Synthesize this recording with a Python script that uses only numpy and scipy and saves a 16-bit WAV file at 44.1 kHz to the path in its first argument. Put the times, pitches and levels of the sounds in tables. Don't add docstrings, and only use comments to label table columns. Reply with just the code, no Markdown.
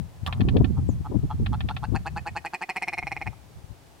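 import sys
import numpy as np
from scipy import signal
from scipy.fft import rfft, irfft
from scipy.io import wavfile
from scipy.ndimage import uniform_filter1d

SR = 44100
rng = np.random.default_rng(int(sys.argv[2]) if len(sys.argv) > 2 else 0)


def dump(signal):
    limited = np.clip(np.atleast_2d(signal).T, -1, 1)
    pcm = np.round(limited * 32767).astype(np.int16)
    wavfile.write(sys.argv[1], SR, pcm)


N = 176400

# start_s, level_db (before VOICE_DB), pulse_rate_hz, length_s, bill_opening (0-1), treble_db
CROAKS = [(0.7707, -46, 134.2, 0.032, 0, -15), (1.053, -39, 144.4, 0.025, 0, -14),
          (1.3039, -34, 144.6, .03, 0, -4), (1.531, -33.5, 145, 0.029, 0.03, 1.5),
          (1.696, -34, 146.3, 0.029, 0.05, 2.5), (1.832, -33, 146.6, .027, 0.15, -0.5),
          (1.9484, -32, 158.3, 0.029, 0.32, 0.5), (2.0586, -32, 161.6, 0.032, 0.35, 0),
          (2.1628, -32, 166.4, 0.034, .41, -1.5), (2.262, -31.5, 166.7, 0.035, 0.46, -1),
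          (2.3581, -30.5, 174, 0.035, 0.47, 1.5), (2.449, -32, 169.2, 0.034, 0.6, -0.5),
          (2.5351, -31, 182, 0.031, 0.6, 0.5), (2.615, -31, 183.9, 0.032, 0.64, -1.5),
          (2.6918, -30, 189, 0.028, 0.72, 1), (2.7611, -29.5, 190.6, 0.026, 0.82, -1),
          (2.8224, -29.5, 188.1, 0.022, 0.89, -0.5), (2.8765, -29.5, 180, 0.024, 0.96, -1.5),
          (2.9285, -32.5, 171.2, 0.0217, .94, -1), (2.9782, -30.3, 180, .021, 0.99, -2.5),
          (3.0264, -36.5, 151.7, 0.013, 1, -14), (3.0692, -33, 167.5, 0.019, 0.95, -1),
          (3.117, -32, 165.6, .0165, 0.96, -2), (3.1655, -35.5, 152.6, .015, .92, -7),
          (3.2145, -34, 166, 0.016, 0.94, -6), (3.267, -34.5, 150.1, .019, 0.85, -6),
          (3.3306, -53.5, 122.3, 0.0092, 0, -2)]
# 4 x centre_hz, 4 x level_db, width_hz
THROAT = [(858.6, 845, 835, 795, 4.5, 4, 1, -2, 72), (1276, 1640, 1900, 2130, -2.5, -3, -2, 0.5, 93),
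          (2740, 2660, 2490, 2430, -24, -7.5, 0.5, 0, 85),
          (3290, 4200, 5000, 5500, -15, -24.5, -21.5, -14.5, 86),
          (4070, 4500, 4350, 4190, -22, -10, -16.5, -14.5, 116),
          (5800, 6700, 7800, 9800, -52, -17, -12.5, -34, 210)]
POLARITY = [1, -1, 1, 1, 1, -1]
# share_of_length, level_db
EFFORT = [(0, -4), (.22, -1), (.4, 0), (.6, -4.5), (.8, -8.5), (1, -17.5)]
BILL_SWING = [(0, -0.669), (.25, -0.147), (.48, 0.168), (.72, .44), (1.2, 0.24)]
# share_of_length, level_db (before SNAP_DB)
SNAP_EFFORT = [(0, -13), (.19, 6), (.38, -5.5), (.56, -8), (1, -34)]
# freq_hz, level_db
SNAP_COLOUR = [(3500, -30), (6300, -22), (8200, 2.5), (10500, 0.5), (12500, -9), (16000, -13)]
# start_s, level_db (before CLICK_DB), second_contact_delay_s, second_contact_db (relative)
CLICKS = [(0.2629, -24, 0.0091, -4), (0.3256, -23.5, 0.006, -6), (0.4063, -25.5, 0.0073, 1),
          (0.486, -24, .0042, -8), (.5670, -27, .0032, -2.5), (0.6449, -27.5, 0.0042, -1),
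          (1.4613, -25.5, .0046, -1), (1.6058, -27, .0046, -1.5), (1.6874, -24.5, .0046, -12),
          (1.7656, -25.5, .0042, -5)]
# freq_hz, level_db, t60_s
CLICK_MODES = [(753, -9.5, 0.047), (1100, -12, .03), (1360, -16, 0.043), (1674, -9, 0.014),
               (1783, -7, 0.023), (2506, 1.5, 0.0082), (2557, -7.5, 0.019), (2920, -13, 0.017),
               (3254, -5.5, 0.014), (3570, -10.5, 0.017), (4220, -25.5, 0.03), (4450, -19, 0.02),
               (5100, -35, 0.0087)]
# freq_hz, level_db
CLICK_BODY_COLOUR = [(200, -32), (700, -1), (1700, -3), (3600, 2), (5000, -13.5), (6500, -29), (15000, -38)]
# start_s, ring_db, crack_db, splash_db
CLACKS = [(0.2638, -39, -28.5, -41), (0.2675, -48, -41, -41), (.2724, -32, -33, -43),
          (0.2765, -23, -40, -37.5), (0.2817, -28, -32, -58)]
# freq_hz, level_db, t60_s
CLACK_MODES = [(716, -16, 0.027), (883, -7, 0.038), (980, -3, 0.034), (1170, 1.5, 0.042), (1540, -11, .027),
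               (1700, -2, 0.019)]
# freq_hz, level_db
CRACK_COLOUR = [(900, -9), (2000, -11), (3000, 2.5), (3600, 2), (4300, -17), (5500, -25), (9000, -45)]
# freq_hz, level_db
SPLASH_COLOUR = [(3000, -18), (5000, 6), (6000, -14), (7000, 0), (8200, -10), (9400, 2), (11200, -13),
                 (13000, -6), (16000, -11)]
# time_s, level_db
WHIRR_LEVEL = [(.27, -66), (.285, -29), (.31, -41.5), (.38, -47), (.5, -52), (.68, -55), (.75, -87)]
# freq_hz, level_db
WHIRR_COLOUR = [(300, -31), (750, -2.5), (1150, -3), (1500, -19), (3000, -28), (8000, -43)]
# time_s, pitch_hz, level_db
CHIRP = [(.872, 8200, -83), (.884, 7870, -56), (.897, 6870, -50.5), (0.911, 6530, -57), (.923, 6200, -58),
         (.942, 6350, -71)]
# time_s, left_db, right_db (before WIND_DB)
WIND_LEVEL = [(0, -25, -41.5), (.12, -52, -52), (.3, -34, -38.5), (.45, -24.5, -22.5), (.65, -33, -21.5),
              (.9, -25, -34), (1.05, -37.5, -37.5), (1.35, -34.5, -36.5), (1.5, -29, -25),
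              (1.783, -36.5, -42), (1.95, -33.5, -42), (2.2, -46.5, -52), (2.4, -46, -60), (2.6, -75, -69),
              (2.9, -54, -67), (3.15, -43.5, -58), (3.5, -51.5, -58), (4, -57, -62)]
# centre_s, level_db (before BUFFET_DB), length_s
BUFFETS_LEFT = [(0.233, -23.5, 0.018), (0.414, -8, 0.022), (0.565, -14.5, 0.034), (0.612, -9.5, 0.026),
                (0.788, -16.5, 0.025), (0.896, -12.5, 0.016), (1.009, -21, 0.013), (1.164, -9.5, 0.022),
                (1.193, -19, 0.015), (1.241, -16.5, 0.022), (1.344, -24.5, 0.015), (1.402, -15, 0.019),
                (1.428, -23, 0.022), (1.65, -20, 0.03), (1.833, -25, 0.015), (1.894, -20.5, 0.023),
                (1.938, -18.5, 0.066), (2.132, -33, 0.1), (2.315, -34, 0.015), (2.997, -37.5, 0.0107),
                (3.045, -34, 0.025), (3.282, -27.5, 0.052), (3.588, -37, 0.014), (3.644, -34, 0.0099),
                (3.713, -32.5, 0.031)]
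# centre_s, level_db (before BUFFET_DB), length_s
BUFFETS_RIGHT = [(0.284, -26.5, 0.036), (0.451, -16, 0.0077), (0.547, -23.5, 0.16), (0.594, -18, 0.026),
                 (0.645, -11.5, 0.013), (0.706, -17.5, 0.016), (0.831, -24, 0.038), (0.952, -28, 0.061),
                 (1.102, -19.5, 0.009), (1.248, -21.5, 0.038), (1.353, -23, 0.024), (1.426, -21, 0.055),
                 (1.514, -22, 0.02), (1.667, -27.5, 0.02), (1.753, -26.5, 0.022), (2.004, -29.5, 0.032),
                 (2.161, -36, 0.14), (2.219, -32.5, 0.025), (2.327, -36, 0.049), (3.568, -38, 0.026)]
# freq_hz, level_db
RUMBLE_COLOUR = [(15, -52), (35, -9.5), (80, 3), (130, -0.5), (200, -11.5), (300, -30), (500, -40),
                 (1500, -93)]
# freq_hz, level_db
EDDY_COLOUR = [(30, -43), (70, -17), (150, 1), (240, 7.5), (400, -11.5), (600, -28), (1000, -35),
               (2000, -60), (5000, -99)]
# centre_s, level_db, length_s
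SWIRLS = [(0.402, -22, 0.0065), (.481, -21, .008), (0.554, -18.5, 0.023), (0.566, -11, 0.0065),
          (0.581, -13.5, 0.0038), (0.612, -14.5, 0.012), (.893, -19.5, 0.0062), (1.121, -24, 0.016),
          (1.149, -21.5, 0.02), (1.932, -27.5, 0.026)]
# freq_hz, level_db
SWIRL_COLOUR = [(100, -31), (230, 8), (320, 11.5), (420, 2), (520, 1), (750, -11), (1100, -19.5),
                (2200, -63), (5000, -80)]
# freq_hz, level_db
AIR_COLOUR = [(120, -50), (200, -22), (249, 0), (339, -1.5), (430, -3.5), (515, -3.5), (812, -2.5),
              (1300, -11), (3180, -15.5), (8660, -20.5), (15500, -26)]

VOICE_DB, VOICE_PAN_DB, PORT_LAG_S = 1.5, -.5, 2.6e-5
PITCH_ARCH, ARCH_PEAK_SHARE = .045, .55
PULSE_JITTER, PULSE_SCATTER_DB = .012, 1.95
LEAD_IN_DB, LEAD_TREBLE_DB, ONSET_TREBLE_DB = -17, -18.5, -1
SOFT_TREBLE_DB_PER_DB, LOW_FADE_DB = 0.3, -3.5
LOW_SAG_HZ, LOW_SAG_FROM_SHARE = 96, 0.51
BREATH_DB, BREATH_S = -18, 0.0045
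CHEST_HZ, CHEST_WIDTH_HZ, CHEST_DB, CHEST_DB_PER_EFFORT_DB = 367, 51, -26, 0.31
SNAP_DB, SNAP_S = -21, 0.0022
HOLLOW_HZ, HOLLOW_Q = 558, 3.7
CLICK_DB, CLICK_TICK_DB, CLICK_SCRAPE_S = 2, -33, 0.0014
CLICK_PORT_SPREAD_CYCLES = 0.165
FIRST_TILT_DB_PER_OCT, SECOND_TILT_DB_PER_OCT, TILT_HZ = 0, -0.5, 2600
CRACK_S = 0.00064
BODY_DB, BODY_T60_S, BODY_ATTACK_S = -9.5, 0.059, .0015
WHIRR_HZ = 126
CHIRP_OCTAVE_DB = -10
WIND_DB, BUFFET_DB, EDDY_DB = 3, 1.5, -4
RUMBLE_GROWTH, EDDY_GROWTH = 0.99, 2.52
GUST_REF_DB, GUST_CEILING_DB, STEADY_S = -16.5, -14, 0.015
AIR_DB, AIR_SHARED = -55.5, 0.23
TWIG_DB, TWIG_T60_S = -14, 0.053
THICKET_DB, THICKET_T60_S, THICKET_DELAY_S, THICKET_HZ = -19, 0.54, 0.0018, 1600
LOW_CUT_HZ, TOP_HZ = 24, 15850


def undb(db):
    return 10 ** (np.asarray(db) / 20)


def unit(x):
    return x / np.sqrt(np.mean(x ** 2) + 1e-20)


def add(out, start_s, x):
    i = max(int(round(start_s * SR)), 0)
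    out[..., i:i + x.shape[-1]] += x[..., :N - i]


def noise(colour, size=N):
    hz, db = np.array(colour, float).T
    f = np.maximum(np.arange(size // 2 + 1) * SR / size, 1)
    gain = undb(np.interp(np.log(f), np.log(hz), db))
    return unit(irfft(rfft(rng.standard_normal(size)) * gain, size))


def croak(rate_hz, length_s, opening, treble_db, size=3000):
    t = np.arange(size) / SR
    throat, openings = np.array(THROAT, float), np.linspace(0, 1, 4)
    progress = (t - 1 / rate_hz) / length_s
    swing = np.sqrt(np.clip(opening * (1 - opening), 0, 1))
    bill = np.clip(opening + swing * np.interp(progress, *np.array(BILL_SWING).T), 0, 1)
    hz = np.array([np.interp(bill, openings, row[:4]) for row in throat])
    hz[0] -= LOW_SAG_HZ * np.clip(2 * (progress - LOW_SAG_FROM_SHARE), 0, 1)
    turn = 2 * np.pi * np.cumsum(hz, axis=1) / SR
    high = np.clip(np.log2(hz[:, 0] / 2000), 0, 1)

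    flutter = uniform_filter1d(rng.standard_normal((2,) + hz.shape), size=40)
    flutter = unit(uniform_filter1d(flutter, size=40))
    breath = undb(BREATH_DB) * (flutter[0] * np.sin(turn) + flutter[1] * np.cos(turn))
    snap = undb(SNAP_DB + treble_db) * np.sqrt(bill) * noise(SNAP_COLOUR, size=size)

    chance = rng.standard_normal((10, 2))
    out, at_s = np.zeros(size), 0
    for k in range(min(int(length_s * rate_hz) + 2, 10)):
        i = min(int(at_s * SR), size - 1)
        share = max(k - 1, 0) / rate_hz / length_s
        stretch = 0
        if k:
            arch = abs(share / ARCH_PEAK_SHARE - 1) * 2 - 1
            stretch = PITCH_ARCH * arch + PULSE_JITTER * chance[k, 0]
        at_s += (1 + stretch) / rate_hz
        effort_db = np.interp(share, *np.array(EFFORT).T) if k else LEAD_IN_DB

        db = np.array([np.interp(bill[i], openings, row[4:8]) for row in throat])
        db += high * (treble_db + SOFT_TREBLE_DB_PER_DB * effort_db)
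        db[2:] += LEAD_TREBLE_DB * (k == 0) + ONSET_TREBLE_DB * (k == 1)
        db[0] += LOW_FADE_DB * share

        age = t[:size - i]
        phase = turn[:, i:] - turn[:, i:i + 1]
        rings = np.exp(-np.pi * throat[:, 8:] * age) * np.sin(phase)
        rings = rings + breath[:, i:] * np.exp(-age / BREATH_S)
        pulse_gain = undb(effort_db + PULSE_SCATTER_DB * chance[k, 1])
        out[i:] += pulse_gain * ((POLARITY * undb(db)) @ rings)
        if k:
            chest = np.exp(-np.pi * CHEST_WIDTH_HZ * age) * np.sin(2 * np.pi * CHEST_HZ * age)
            out[i:] += undb(CHEST_DB + CHEST_DB_PER_EFFORT_DB * effort_db) * chest
            snap_gain = undb(np.interp(share, *np.array(SNAP_EFFORT).T))
            out[i:] += snap_gain * snap[i:] * np.exp(-age / SNAP_S)
    return out / np.sqrt(np.sum(out ** 2) / (.026 * SR))


def ptarmigan():
    out = np.zeros(N)
    for start_s, db, rate_hz, length_s, opening, treble_db in CROAKS:
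        call = croak(rate_hz, length_s, opening, treble_db)
        add(out, start_s - 1 / rate_hz, undb(db + VOICE_DB) * call)
    return signal.lfilter(*signal.iirnotch(HOLLOW_HZ, HOLLOW_Q, fs=SR), out)


def contact(modes, tilt_db_per_oct, size=9000):
    t = np.arange(size) / SR
    ring = np.zeros((2, size))
    for hz, db, t60_s in modes:
        cycles = rng.random() + CLICK_PORT_SPREAD_CYCLES * rng.standard_normal((2, 1))
        decay = undb(db + tilt_db_per_oct * np.log2(hz / TILT_HZ) - 60 * t / t60_s)
        ring += decay * np.sin(2 * np.pi * (hz * t + cycles))
    ring *= 1 - np.exp(-2 * t / CLICK_SCRAPE_S)
    tick = rng.standard_normal((2, size)) * np.exp(-t / CLICK_SCRAPE_S)
    return ring / np.abs(ring).max() + undb(CLICK_TICK_DB) * tick


def lens():
    out = np.zeros((2, N))
    for start_s, db, delay_s, second_db in CLICKS:
        first_gain = undb(db + CLICK_DB)
        add(out, start_s, first_gain * contact(CLICK_MODES, FIRST_TILT_DB_PER_OCT))
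        second = contact(CLICK_MODES, SECOND_TILT_DB_PER_OCT)
        add(out, start_s + delay_s, first_gain * undb(second_db) * second)
    return out


def clatter(size=1000):
    out, age = np.zeros((2, N)), np.arange(size) / SR / CRACK_S
    burst = age * np.exp(1 - age)
    for start_s, ring_db, crack_db, splash_db in CLACKS:
        add(out, start_s, undb(ring_db) * contact(CLACK_MODES, 0))
        add(out, start_s, burst * undb(crack_db) * noise(CRACK_COLOUR, size=size))
        splash = np.array([noise(SPLASH_COLOUR, size=size) for _ in range(2)])
        add(out, start_s, burst * undb(splash_db) * splash)
    return out


def click_body():
    t = np.arange(N) / SR
    tail = np.zeros(N)
    for at_s, db, _, _ in CLICKS:
        age = t - at_s
        fall_db = 60 * np.clip(age, 0, 4 * BODY_T60_S) / BODY_T60_S
        tail += undb(db + BODY_DB - fall_db) * np.clip(age / BODY_ATTACK_S, 0, 1)
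    return tail * np.array([noise(CLICK_BODY_COLOUR) for _ in range(2)])


def motor_whirr():
    t = np.arange(N) / SR
    pulsing = (1 + np.cos(2 * np.pi * WHIRR_HZ * t)) * 0.44
    level = undb(np.interp(t, *np.array(WHIRR_LEVEL).T))
    return level * pulsing * np.array([noise(WHIRR_COLOUR) for _ in range(2)])


def small_bird():
    t = np.arange(N) / SR
    at_s, hz, db = np.array(CHIRP).T
    wobble = 1 + 0.0096 * noise([(300, 2), (900, -42)])
    turn = 2 * np.pi * np.cumsum(np.interp(t, at_s, hz) * wobble) / SR
    level = undb(np.interp(t, at_s, db)) * (t > at_s[0]) * (t < at_s[-1])
    return level * (np.sin(turn) + undb(CHIRP_OCTAVE_DB) * np.sin(2 * turn))


def ports(x):
    half = np.array([[.5], [-.5]])
    hz = np.arange(N // 2 + 1) * SR / N
    delay = np.exp(-2j * np.pi * hz * half * PORT_LAG_S)
    return irfft(rfft(x) * delay, N) * undb(half * VOICE_PAN_DB)


def thicket(x, size=22000):
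    t = np.arange(size) / SR
    x = signal.sosfilt(signal.butter(1, THICKET_HZ, "high", fs=SR, output="sos"), x)
    out = np.zeros((2, N))
    for db, t60_s in (TWIG_DB, TWIG_T60_S), (THICKET_DB, THICKET_T60_S):
        fade = undb(-60 * t / t60_s) * np.clip(t / THICKET_DELAY_S, 0, 1)
        tail = rng.standard_normal((2, size)) * fade
        out += undb(db) * np.array([signal.fftconvolve(x, h / np.linalg.norm(h))[:N] for h in tail])
    return out


def turbulence(colour):
    x = noise(colour)
    span = max(int(STEADY_S * SR), 2)
    power = uniform_filter1d(uniform_filter1d(x ** 2, span), span)
    return x / np.sqrt(power + 1e-9)


def wind(buffets, channel):
    t = np.arange(N) / SR
    curve = np.array(WIND_LEVEL)
    power = undb(np.interp(t, curve[:, 0], curve[:, 1 + channel]) + WIND_DB) ** 2
    for at_s, db, length_s in buffets:
        bump = np.exp(-np.minimum((2 * (t - at_s) / length_s) ** 2 * 2, 100))
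        power += undb(db + BUFFET_DB) ** 2 * bump
    ref, ceiling = undb(GUST_REF_DB), undb(GUST_CEILING_DB)
    gust = ceiling * np.tanh(np.sqrt(power) / ceiling)
    rumble = ref * (gust / ref) ** RUMBLE_GROWTH * turbulence(RUMBLE_COLOUR)
    eddies = ref * (gust / ref) ** EDDY_GROWTH * turbulence(EDDY_COLOUR)
    return rumble + undb(EDDY_DB) * eddies


def swirls():
    t = np.arange(N) / SR
    level = np.zeros(N)
    for at_s, db, length_s in SWIRLS:
        level += undb(db) * np.exp(-np.minimum((2 * (t - at_s) / length_s) ** 2, 100))
    return level * turbulence(SWIRL_COLOUR)


def air():
    separate = np.array([noise(AIR_COLOUR), noise(AIR_COLOUR)])
    hiss = np.sqrt(AIR_SHARED) * noise(AIR_COLOUR) + np.sqrt(1 - AIR_SHARED) * separate
    return undb(AIR_DB) * hiss


def scene():
    birds = ptarmigan() + small_bird()
    camera = lens() + clatter() + click_body() + motor_whirr()
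    gusts = np.array([wind(BUFFETS_LEFT, 0) + swirls(), wind(BUFFETS_RIGHT, 1)])
    return ports(birds) + thicket(birds) + camera + gusts + air()


def record(dry):
    dry = signal.sosfilt(signal.butter(2, LOW_CUT_HZ, "high", fs=SR, output="sos"), dry)
    return signal.sosfilt(signal.ellip(10, .2, 80, TOP_HZ, fs=SR, output="sos"), dry)


dry = scene()
out = record(dry)
dump(out)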